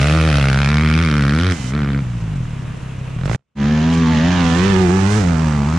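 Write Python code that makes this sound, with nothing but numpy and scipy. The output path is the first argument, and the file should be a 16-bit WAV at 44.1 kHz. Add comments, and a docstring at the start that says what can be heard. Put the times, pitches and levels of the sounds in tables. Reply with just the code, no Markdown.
"""Two four-stroke motocross bikes on a dirt track, heard from its edge. The first accelerates away,
jumps, drops to idle and blips the throttle; after a short silence the second comes out of a turn,
passes close by and rides off. Each exhaust is a boom of low engine orders under a bark of overtones
and gas puffs, coloured by the side the bike shows and combed by the ground echo. Behind them dirt
sprays off the tyres, the trees wash in a little wind and another bike drones far away."""
import sys
import numpy as np
from scipy import signal
from scipy.fft import rfft, irfft
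from scipy.io import wavfile
from scipy.ndimage import uniform_filter1d

SR = 44100
rng = np.random.default_rng(int(sys.argv[2]) if len(sys.argv) > 2 else 0)


def to_wav(sig):
    """Store sig (one row per channel, or 1-D mono) as 16-bit WAV at the path in sys.argv[1].

    Samples outside -1..1 are clipped; the rate is SR.
    """
    pcm = np.clip(np.atleast_2d(sig), -1, 1) * 32767
    pcm = np.round(pcm).astype(np.int16)
    wavfile.write(sys.argv[1], SR, pcm.T)  # frames by channels


N = 254898
T = np.arange(N) / SR

# stereo image of the noise beds: (frequency [Hz], left-right correlation [0..1])
LIKENESS = [(30, 0.43), (100, 1), (300, 0.43), (1000, 0.4), (3000, 0.81), (8000, 0.18)]
# tone of wind, rushing air, and dirt or chain hiss: (frequency [Hz], level [dB])
WIND_EQ = [(15, -20), (35, -20.5), (70, -7), (130, -7), (250, -14.5), (500, -37.5), (1500, -71.5)]
AIR_EQ = [(150, 0), (400, 0.5), (800, -5), (1100, -4), (1800, -10), (2700, -7.5), (4000, -19.5),
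          (5200, -35.5), (7500, -29.5), (10500, -30), (12000, -43.5), (15500, -61.5)]
HISS_EQ = [(300, -9), (1000, 5), (2800, 3), (4500, 2), (5800, 4.5), (7300, 3), (8600, -1.5), (9400, -8.5),
           (10500, -10), (11500, -22.5), (14000, -24.5), (15500, -44.5)]
# bursts of flung dirt: (time [s], half-width [s], level [dB])
DIRT_BURSTS = [(0, 0.16, -37), (3.26, 0.009, -40), (3.34, 0.042, -38), (3.95, 0.032, -39),
               (4.58, 0.14, -36.5), (5.15, 0.065, -30.5)]
# revs of the far, leaving and passing bikes: (time [s], firing rate [Hz])
FAR_REVS = [(1.9, 100), (2.05, 98.8), (2.2, 94.2), (2.35, 97.1), (2.6, 95.6), (2.72, 88), (3, 83.5)]
AWAY_REVS = [(0.0, 67.43), (0.15, 79.45), (0.27, 79.6), (0.34, 72.05), (0.53, 66.17), (0.59, 70.5),
             (0.63, 69.08), (0.81, 76.95), (0.94, 77.95), (1.02, 84.43), (1.09, 76.67), (1.26, 68.58),
             (1.32, 72.24), (1.48, 95.14), (1.52, 89), (1.63, 61.76), (1.68, 62.6), (1.78, 75.63),
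             (1.85, 69.8), (2.02, 68.5)]
TURN_REVS = [(3.6, 70.28), (3.93, 83.3), (4.2, 78.25), (4.32, 90.74), (4.5, 82.5), (4.56, 85.27),
             (4.68, 99.23), (4.89, 87.8), (4.97, 96), (5.04, 96.4), (5.18, 109), (5.25, 87.25),
             (5.32, 84.65), (5.36, 79.7), (5.41, 80), (5.58, 72.67), (5.65, 71.26), (5.77, 85.8)]
# throttle shut, then blipped: (time [s], firing rate [Hz], thud level [dB])
IDLE_REVS = [(2.02, 62.1, -21), (2.2, 56.36, -21.5), (2.3, 52.3, -20.5), (2.4, 40.96, -19.5),
             (2.55, 34.76, -26), (2.85, 33.02, -28.5), (3.1, 31.9, -26.5), (3.25, 46.06, -18.5),
             (3.36, 65.83, -18.5)]
# tone of the far drone, the idle's thud and the idle's bark: (frequency [Hz], level [dB])
FAR_EQ = [(250, -27), (430, -4), (560, -13), (750, -2), (1050, 3.5), (2000, -1.5), (4000, -42),
          (9000, -71)]
THUD_EQ = [(24, -22), (40, -12.5), (91, -14.5), (129, -2.5), (189, -14.5), (217, -26), (234, -21),
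           (413, -48), (500, -67), (650, -84), (1100, -120)]
IDLE_EQ = [(200, -2), (550, 3.5), (900, -3.5), (1500, -0.5), (2500, -11), (5000, -21), (9000, -44),
           (12000, -48)]
# tone of the bark from each angle: (frequency [Hz], level [dB])
SIDE_EQ = [(240, -26.5), (400, 3), (479, 1), (906, -8.5), (1430, -1.5), (1740, -6), (2490, -5),
           (5410, -17.5), (7550, -32.5), (10100, -26), (11000, -39), (14300, -95), (22000, -120)]
REAR_EQ = [(240, -20), (400, 1), (834, -12.5), (971, -10.5), (1410, 1), (1670, -5.5), (2020, -6.5),
           (2230, -4.5), (2780, -14), (3110, -9), (5490, -17), (7650, -31.5), (9820, -27.5), (11000, -48),
           (14300, -80), (22000, -120)]
FRONT_EQ = [(300, 11.5), (450, -1.5), (650, -3), (900, 0), (1400, -8.5), (1750, -2.5), (2100, -10),
            (3200, -7.5), (4700, -15), (6800, -17.5), (11000, -66)]
PAST_EQ = [(300, 6), (450, -2), (650, -4.5), (950, -4), (1250, -5.5), (1800, -10), (2400, -13),
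           (3500, -20.5), (6500, -21), (8200, -26), (11000, -52)]
# weight of a low exhaust order from each angle: (frequency [Hz], level [dB])
AWAY_SIDE = [(68, -18.5), (80, -16), (135, -14.5), (160, -16), (205, -26), (240, -29.5), (280, -30),
             (315, -26)]
AWAY_REAR = [(68, -21.5), (80, -16.5), (135, -14.5), (160, -16), (200, -25), (230, -19), (275, -40),
             (330, -29)]
AWAY_UPHILL = [(68, -22.5), (77, -20.5), (94, -14), (140, -15.5), (168, -18), (186, -23.5), (212, -19.5),
               (240, -20), (275, -27), (305, -27), (375, -31.5)]
TURN_FRONT = [(70, -27.5), (90, -21.5), (142, -21), (160, -16.5), (215, -16.5), (245, -16.5), (272, -22.5),
              (295, -38.5), (365, -33)]
TURN_SIDE = [(90, -20.5), (176, -13.5), (200, -16), (262, -29), (298, -33), (352, -17), (385, -20),
             (410, -29)]
TURN_REAR = [(70, -25), (108, -14.5), (142, -18.5), (170, -15), (216, -18.5), (236, -23), (290, -29),
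             (325, -30.5), (345, -35), (385, -30), (430, -25)]
# angle on the leaving bike: (time [s], view [0 side, 1 rear, 2 uphill])
AWAY_ANGLE = [(.35, 0.094), (.72, 1), (.92, 1), (1.12, 2)]
# angle on the passing bike: (time [s], view [0 front, 1 side, 2 rear])
TURN_ANGLE = [(4.52, 0), (4.66, 1), (4.96, 1), (5.04, 2)]
# the first rider's throttle: (open [s], shut [s], boom [dB], bark [dB], bark decay [dB/s])
THROTTLE_PULLS = [(-.1, 1.52, -0.5, -21, 2.24), (1.745, 1.99, -3.5, -27, 19)]
# whine of the chain in mid-air: (frequency [Hz], level [dB])
CHAIN_TONES = [(2050, -42), (3030, -45), (7100, -52)]

# pass-bys: (nearest at [s], time to cover that distance [s], ground echo lag there [ms])
AWAY_PASS, TURN_PASS = (0.23, 0.46, 1.6), (4.86, 0.299, 2.51)
TAKE_OFF_S, LANDING_S = 1.52, 1.695
CUT_S, BACK_S = 3.361, 3.55  # the gap between the two bikes


def gain_of(db):
    """Decibels to amplitude."""
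    return 10 ** (np.asarray(db) / 20)


def evened(x):
    """Scales to rms 1."""
    return x / np.sqrt(np.mean(x ** 2) + 1e-20)


def levelled(x):
    """Rides the gain to hold the mid channel at rms 1."""
    power = np.atleast_2d(x).mean(0) ** 2
    return x / np.sqrt(abs(uniform_filter1d(uniform_filter1d(power, size=2000), size=2000)) + 1e-12)


def curves(rows):
    """One automation curve for each column after the time."""
    times, *columns = np.transpose(rows)
    return [np.interp(T, times, column) for column in columns]


def read(points, hz):
    """Looks up a spectrum on a log-frequency axis."""
    f, value = np.transpose(points)
    return np.interp(np.log(hz + 1), np.log(f + 1), value)


def during(start, end, fade=0.037):
    """A gate, open between two times, with short ramps outside."""
    return np.clip(np.minimum(T - start, end - T) / fade + 1, 0, 1)


def swell(at_s, width_s, db):
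    """A bell-shaped rise and fall in dB."""
    return db * np.exp(-((T - at_s) / width_s) ** 2)


def wander(hz):
    """Smooth random modulation of rms 1."""
    return evened(irfft(rfft(rng.standard_normal(N)) / (1 + (np.fft.rfftfreq(N, 1 / SR) / hz) ** 4), N))


def colour(x, spectrum):
    """Minimum-phase EQ: a sharp onset, then ringing."""
    db = np.maximum(read(spectrum, abs(np.fft.fftfreq(4096, 1 / SR))), -100)
    taps = np.fft.ifft(np.exp(np.conj(signal.hilbert(np.log(gain_of(db)))))).real
    return signal.oaconvolve(np.atleast_2d(x), taps[None], axes=1)[:, :N]


def noise_pair(spectrum):
    """Coloured noise, partly alike in the two channels."""
    hz = np.fft.rfftfreq(N, 1 / SR)
    left, other = rfft(rng.standard_normal((2, N))) * gain_of(read(spectrum, hz))
    same = read(LIKENESS, hz)
    return evened(irfft(np.array([left, same * left + np.sqrt(1 - same ** 2) * other]), N))


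def panned(x, balance_db):
    """Pans left (+) or right (-), keeping the mid level."""
    sides = gain_of(np.array([balance_db * np.ones(N), -balance_db * np.ones(N)]) / 2)
    return x * sides / sides.mean(0)


def nearness(passage):
    """Least distance over present distance, for a straight pass."""
    at_s, cover_s, _ = passage
    return 1 / np.hypot(1, (T - at_s) / cover_s)


def wind_and_trees():
    """The bed: a low rumble of wind and the wash of the trees."""
    wind = noise_pair(WIND_EQ) * gain_of(-36 + 1.5 * wander(4))
    trees = noise_pair(AIR_EQ) * gain_of(-39 + wander(8))
    return wind + trees


def dirt_spray(away_db=-41, turn_db=-37.5, floor_db=-53.5):
    """Dirt hisses off the tyres, louder when near and in bursts."""
    tyres = np.where(T < CUT_S, gain_of(away_db) * nearness(AWAY_PASS),
                     gain_of(turn_db) * nearness(TURN_PASS))
    burst_power = sum(gain_of(db) ** 2 * np.exp(-((T - s) / width) ** 2) for s, width, db in DIRT_BURSTS)
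    envelope = np.sqrt(tyres ** 2 + burst_power + gain_of(floor_db) ** 2)
    return panned(noise_pair(HISS_EQ) * envelope * gain_of(1.2 * wander(50)), balance_db=-7.5)


def firings(cycles, uneven_db, jitter_ms):
    """One click a cycle; no two burns are equally strong or punctual."""
    at = np.flatnonzero(np.diff(np.floor(cycles)) > 0)
    strength, late = rng.standard_normal((len(at), 2)).T
    at = at + np.round(late * jitter_ms * SR / 1000).astype(int)
    clicks = np.zeros(N)
    clicks[np.clip(at, 0, N - 1)] = gain_of(uneven_db * strength)
    return clicks


def far_bike(reverb_s=0.2):
    """A faint drone from the other end of the track, echoing off the trees."""
    hz, = curves(FAR_REVS)
    drone = colour(firings(np.cumsum(hz) / SR, uneven_db=0, jitter_ms=0.045), FAR_EQ)
    t = T[:SR // 4]
    echoes = rng.standard_normal((2, len(t))) * (rng.random((2, len(t))) < .01)
    wet = evened(signal.fftconvolve(drone, echoes * gain_of(-60 * t / reverb_s), axes=1)[:, :N])
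    fader = gain_of(-52 + swell(at_s=2.64, width_s=0.2, db=5.8)) * during(1.9, 3.0)
    return (evened(drone) + .5 * wet) * fader


def airborne_chain():
    """In mid-air the wheel spins on: the chain whines and hisses in a rush of air."""
    air = noise_pair(AIR_EQ) * gain_of(-37.5)
    whine = sum(gain_of(db) * np.sin(2 * np.pi * np.cumsum(hz * (1 + 0.0109 * wander(154))) / SR)
                for hz, db in CHAIN_TONES)
    hiss = panned(noise_pair(HISS_EQ), balance_db=-9) * gain_of(-37.5)
    return (air + whine + hiss) * during(TAKE_OFF_S, LANDING_S)


def chattering(hz, depth=0.0081):
    """The revs shake as the rear wheel skips over ruts."""
    return hz * (1 + depth * evened(np.gradient(wander(12))))


def boom(hz, view, spectra, lead, twist, flutter):
    """Four fluttering low orders slide along the pipe's response, crossfaded by viewing angle."""
    cycles = np.cumsum(hz) / SR + lead
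    out = 0
    for k in range(1, 5):
        db = sum(np.clip(1 - abs(view - i), 0, 1) * read(eq, k * hz) for i, eq in enumerate(spectra))
        tone = np.cos(2 * np.pi * k * cycles + twist * k ** 2)  # the pipe delays each order differently
        out += np.sqrt(2) * gain_of(db) * (1 + flutter * np.sqrt(k) * wander(25)) * tone
    return out


def overtones(hz, scatter, drift_hz, clean_hz, count=38):
    """Exhaust orders from the fifth up; scattered reflections slowly shift their strength and phase."""
    frames = T[::64]
    paths = rng.standard_normal((count, 3, len(frames), 2)) @ [1, 1j]
    slow = 1 / (1 + (np.fft.fftfreq(len(frames), frames[1]) / drift_hz) ** 4)
    paths = np.fft.ifft(np.fft.fft(paths / np.sqrt(2)) * evened(slow))
    fundamental = np.exp(2j * np.pi * np.cumsum(hz) / SR)
    wave, out = fundamental ** 4, np.zeros((2, N))
    for k, (shared, *per_side) in enumerate(paths, 5):
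        wave = wave * fundamental
        rolloff = 1 / np.sqrt(1 + (k * hz[::64] / clean_hz) ** 4)
        for side, own in zip(out, per_side):
            side += (np.interp(T, frames, rolloff * (1 + scatter * (shared + 0.49 * own))) * wave).real
    return out * 2 * np.sqrt(hz / SR / (1 + scatter ** 2))


def rasp(cycles, puff_ms, rush, uneven_db):
    """Each firing is a puff of turbulent gas, over the steady rush of the jet."""
    age = np.arange(1200) / SR * 1000 / puff_ms
    clicks = firings(cycles, uneven_db, jitter_ms=0.06)
    puffs = signal.oaconvolve(clicks, np.exp(-age) + 0.8 * np.exp(-age / 4))[:N]
    return evened((evened(puffs) + rush) * noise_pair([(20, 0), (20000, 0)]))


def exhaust(hz, scatter, drift_hz, clean_hz, puff_ms, rush, uneven_db, low_rasp):
    """Clean overtones below, pulsing rasp above; a little rasp fills the gaps between them."""
    gas = rasp(np.cumsum(hz) / SR, puff_ms, rush, uneven_db)
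    bright = signal.lfilter(*signal.butter(1, clean_hz, "high", fs=SR), gas)
    tones = gain_of(0.5) * overtones(hz, scatter, drift_hz, clean_hz)
    return tones + low_rasp * gas + (1 - low_rasp) * bright


def ground_echo(x, passage, echo=0.48, cutoff_hz=2580):
    """The dull bounce off the dirt lags most when the bike is nearest: a comb sweeps down and up."""
    near = nearness(passage)
    lag_s = passage[2] / 1000 * near
    dull = signal.filtfilt(*signal.butter(1, cutoff_hz, fs=SR), x)
    return x + echo * near * np.array([np.interp(T - lag_s, T, side) for side in dull])


def pipe_bite(x, ring_hz=2370, width_hz=440):
    """At full load the pipe rings in the upper mids."""
    ring = signal.lfilter(*signal.iirpeak(ring_hz, ring_hz / width_hz, fs=SR), x)
    return x + (gain_of(swell(at_s=0.92, width_s=.22, db=7.2)) - 1) * ring


def behind_crest(x, cutoff_hz=4020):
    """Once the bike has landed, the crest shades its top end."""
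    hidden = during(LANDING_S, 4)
    return (1 - hidden) * x + hidden * signal.filtfilt(*signal.butter(1, cutoff_hz, fs=SR), x)


def throttle(open_s=0.079, shut_s=0.041, coast_boom_db=-12.5, coast_bark_db=-43):
    """Envelopes of boom and bark: up with each pull, down to a sputter when coasting."""
    boom_gain = bark_gain = 0
    for start, end, boom_db, bark_db, decay in THROTTLE_PULLS:
        opening = np.clip(1 + np.minimum((T - start) / open_s, (end - T) / shut_s), 0, 1)
        boom_gain += opening * gain_of(boom_db)
        bark_gain += opening ** 2 * gain_of(bark_db - decay * (T - start))
    sputter = gain_of(coast_boom_db) * (1 + .5 * wander(58))
    return np.maximum(boom_gain, sputter), np.maximum(bark_gain, gain_of(coast_bark_db))


def idling_bike(idle_bark_db=-47, blip_bark_db=-27.5):
    """Slow uneven burns thud in the pipe; the crack returns as the throttle opens."""
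    hz, thud_db = curves(IDLE_REVS)
    cycles = np.cumsum(hz) / SR
    cycles -= np.interp(3.2965, T, cycles)  # one firing lands just inside the blip
    clicks = firings(cycles, uneven_db=2, jitter_ms=0.1)
    stumbling = firings(cycles, uneven_db=3, jitter_ms=1.6)
    loose = during(2.5, 3.1, fade=0.087)  # at the lowest revs the engine fires out of step
    thud = levelled(colour(loose * stumbling + (1 - loose) * clicks, THUD_EQ))
    thud *= gain_of(thud_db + 2 * loose * wander(18))
    pops = evened(clicks) + 1.3 * rasp(cycles, puff_ms=1.3, rush=.2, uneven_db=1.5)
    blip = during(3.282, 4, fade=0.12)
    bark_db = idle_bark_db + (blip_bark_db - idle_bark_db) * blip - 4 * loose
    bark = levelled(colour(pops, IDLE_EQ)) * gain_of(bark_db)
    return (thud + panned(bark, balance_db=-8.5)) * during(2.05, 3.4)


def leaving_bike():
    """The pipe swings to face the listener and cracks; over the jump the throttle shuts."""
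    hz = chattering(*curves(AWAY_REVS))
    view, = curves(AWAY_ANGLE)
    side_on = 1 - np.minimum(view, 1)
    drive = exhaust(hz, scatter=0.37, drift_hz=6.6, clean_hz=2300, puff_ms=0.93,
                    rush=0.14 + 0.33 * side_on, uneven_db=2.5, low_rasp=0.12 + 0.15 * side_on)
    drive = pipe_bite(ground_echo(drive, AWAY_PASS))
    bark = levelled(side_on * colour(drive, SIDE_EQ) + (1 - side_on) * colour(drive, REAR_EQ))
    chain = airborne_chain()
    boom_gain, bark_gain = throttle()
    top = panned(behind_crest(bark) * bark_gain + chain, balance_db=-1.5)
    low = boom(hz, view, [AWAY_SIDE, AWAY_REAR, AWAY_UPHILL], lead=0.15, twist=0.722, flutter=0.079)
    return (top + low * boom_gain) * during(0, 2.025)


def passing_bike(putt_depth=0.47):
    """With the pipe facing away the bark is a smooth snarl; once past, it dulls and breaks into pops."""
    hz = chattering(*curves(TURN_REVS))
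    view, = curves(TURN_ANGLE)
    snarl = exhaust(hz, scatter=1.1, drift_hz=4, clean_hz=2300, puff_ms=3,
                    rush=.6, uneven_db=2.2, low_rasp=.24)
    pops = exhaust(hz, scatter=0.68, drift_hz=6.26, clean_hz=1500, puff_ms=2.9,
                   rush=0.41, uneven_db=1.5, low_rasp=.3)
    behind = during(5.33, 6, fade=0.14)  # the pipe faces the listener
    drive = ground_echo((1 - behind) * snarl + behind * pops, TURN_PASS)
    past, = curves([(4.6, 0.21), (4.9, 0.93)])
    bark = levelled((1 - past) * colour(drive, FRONT_EQ) + past * colour(drive, PAST_EQ))
    # the bark swells and swings right as the bike nears
    bark *= gain_of(-27 + swell(at_s=4.454, width_s=0.49, db=5.13))
    bark = panned(bark, balance_db=-3 - swell(at_s=4.97, width_s=0.44, db=17.4))
    low = boom(hz, view, [TURN_FRONT, TURN_SIDE, TURN_REAR], lead=0.299, twist=1.149, flutter=.08)
    putt = 1 + behind * putt_depth * (np.cos(2 * np.pi * np.cumsum(hz) / SR) - .5)  # sags between firings
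    low = signal.lfilter(*signal.butter(2, 30, "high", fs=SR), low * putt)
    return (bark + low) * during(3.58, 6)


def scene():
    """The stereo mix: bikes over dirt and wind."""
    return leaving_bike() + idling_bike() + passing_bike() + far_bike() + dirt_spray() + wind_and_trees()


def record(dry, cut_fade_s=0.00067, fade_in_s=0.082, gap_db=-42, top_hz=15000):
    """A hard cut to near silence between the bikes, a fade back in, and a low-pass on the mix."""
    gate = np.clip(np.maximum((CUT_S - T) / cut_fade_s, (T - BACK_S) / fade_in_s), gain_of(gap_db), 1)
    lowpass = signal.firwin(255, top_hz, window=("kaiser", 9), fs=SR)
    return signal.oaconvolve(dry * gate, lowpass[None], "same")


dry = scene()
out = record(dry)
to_wav(out)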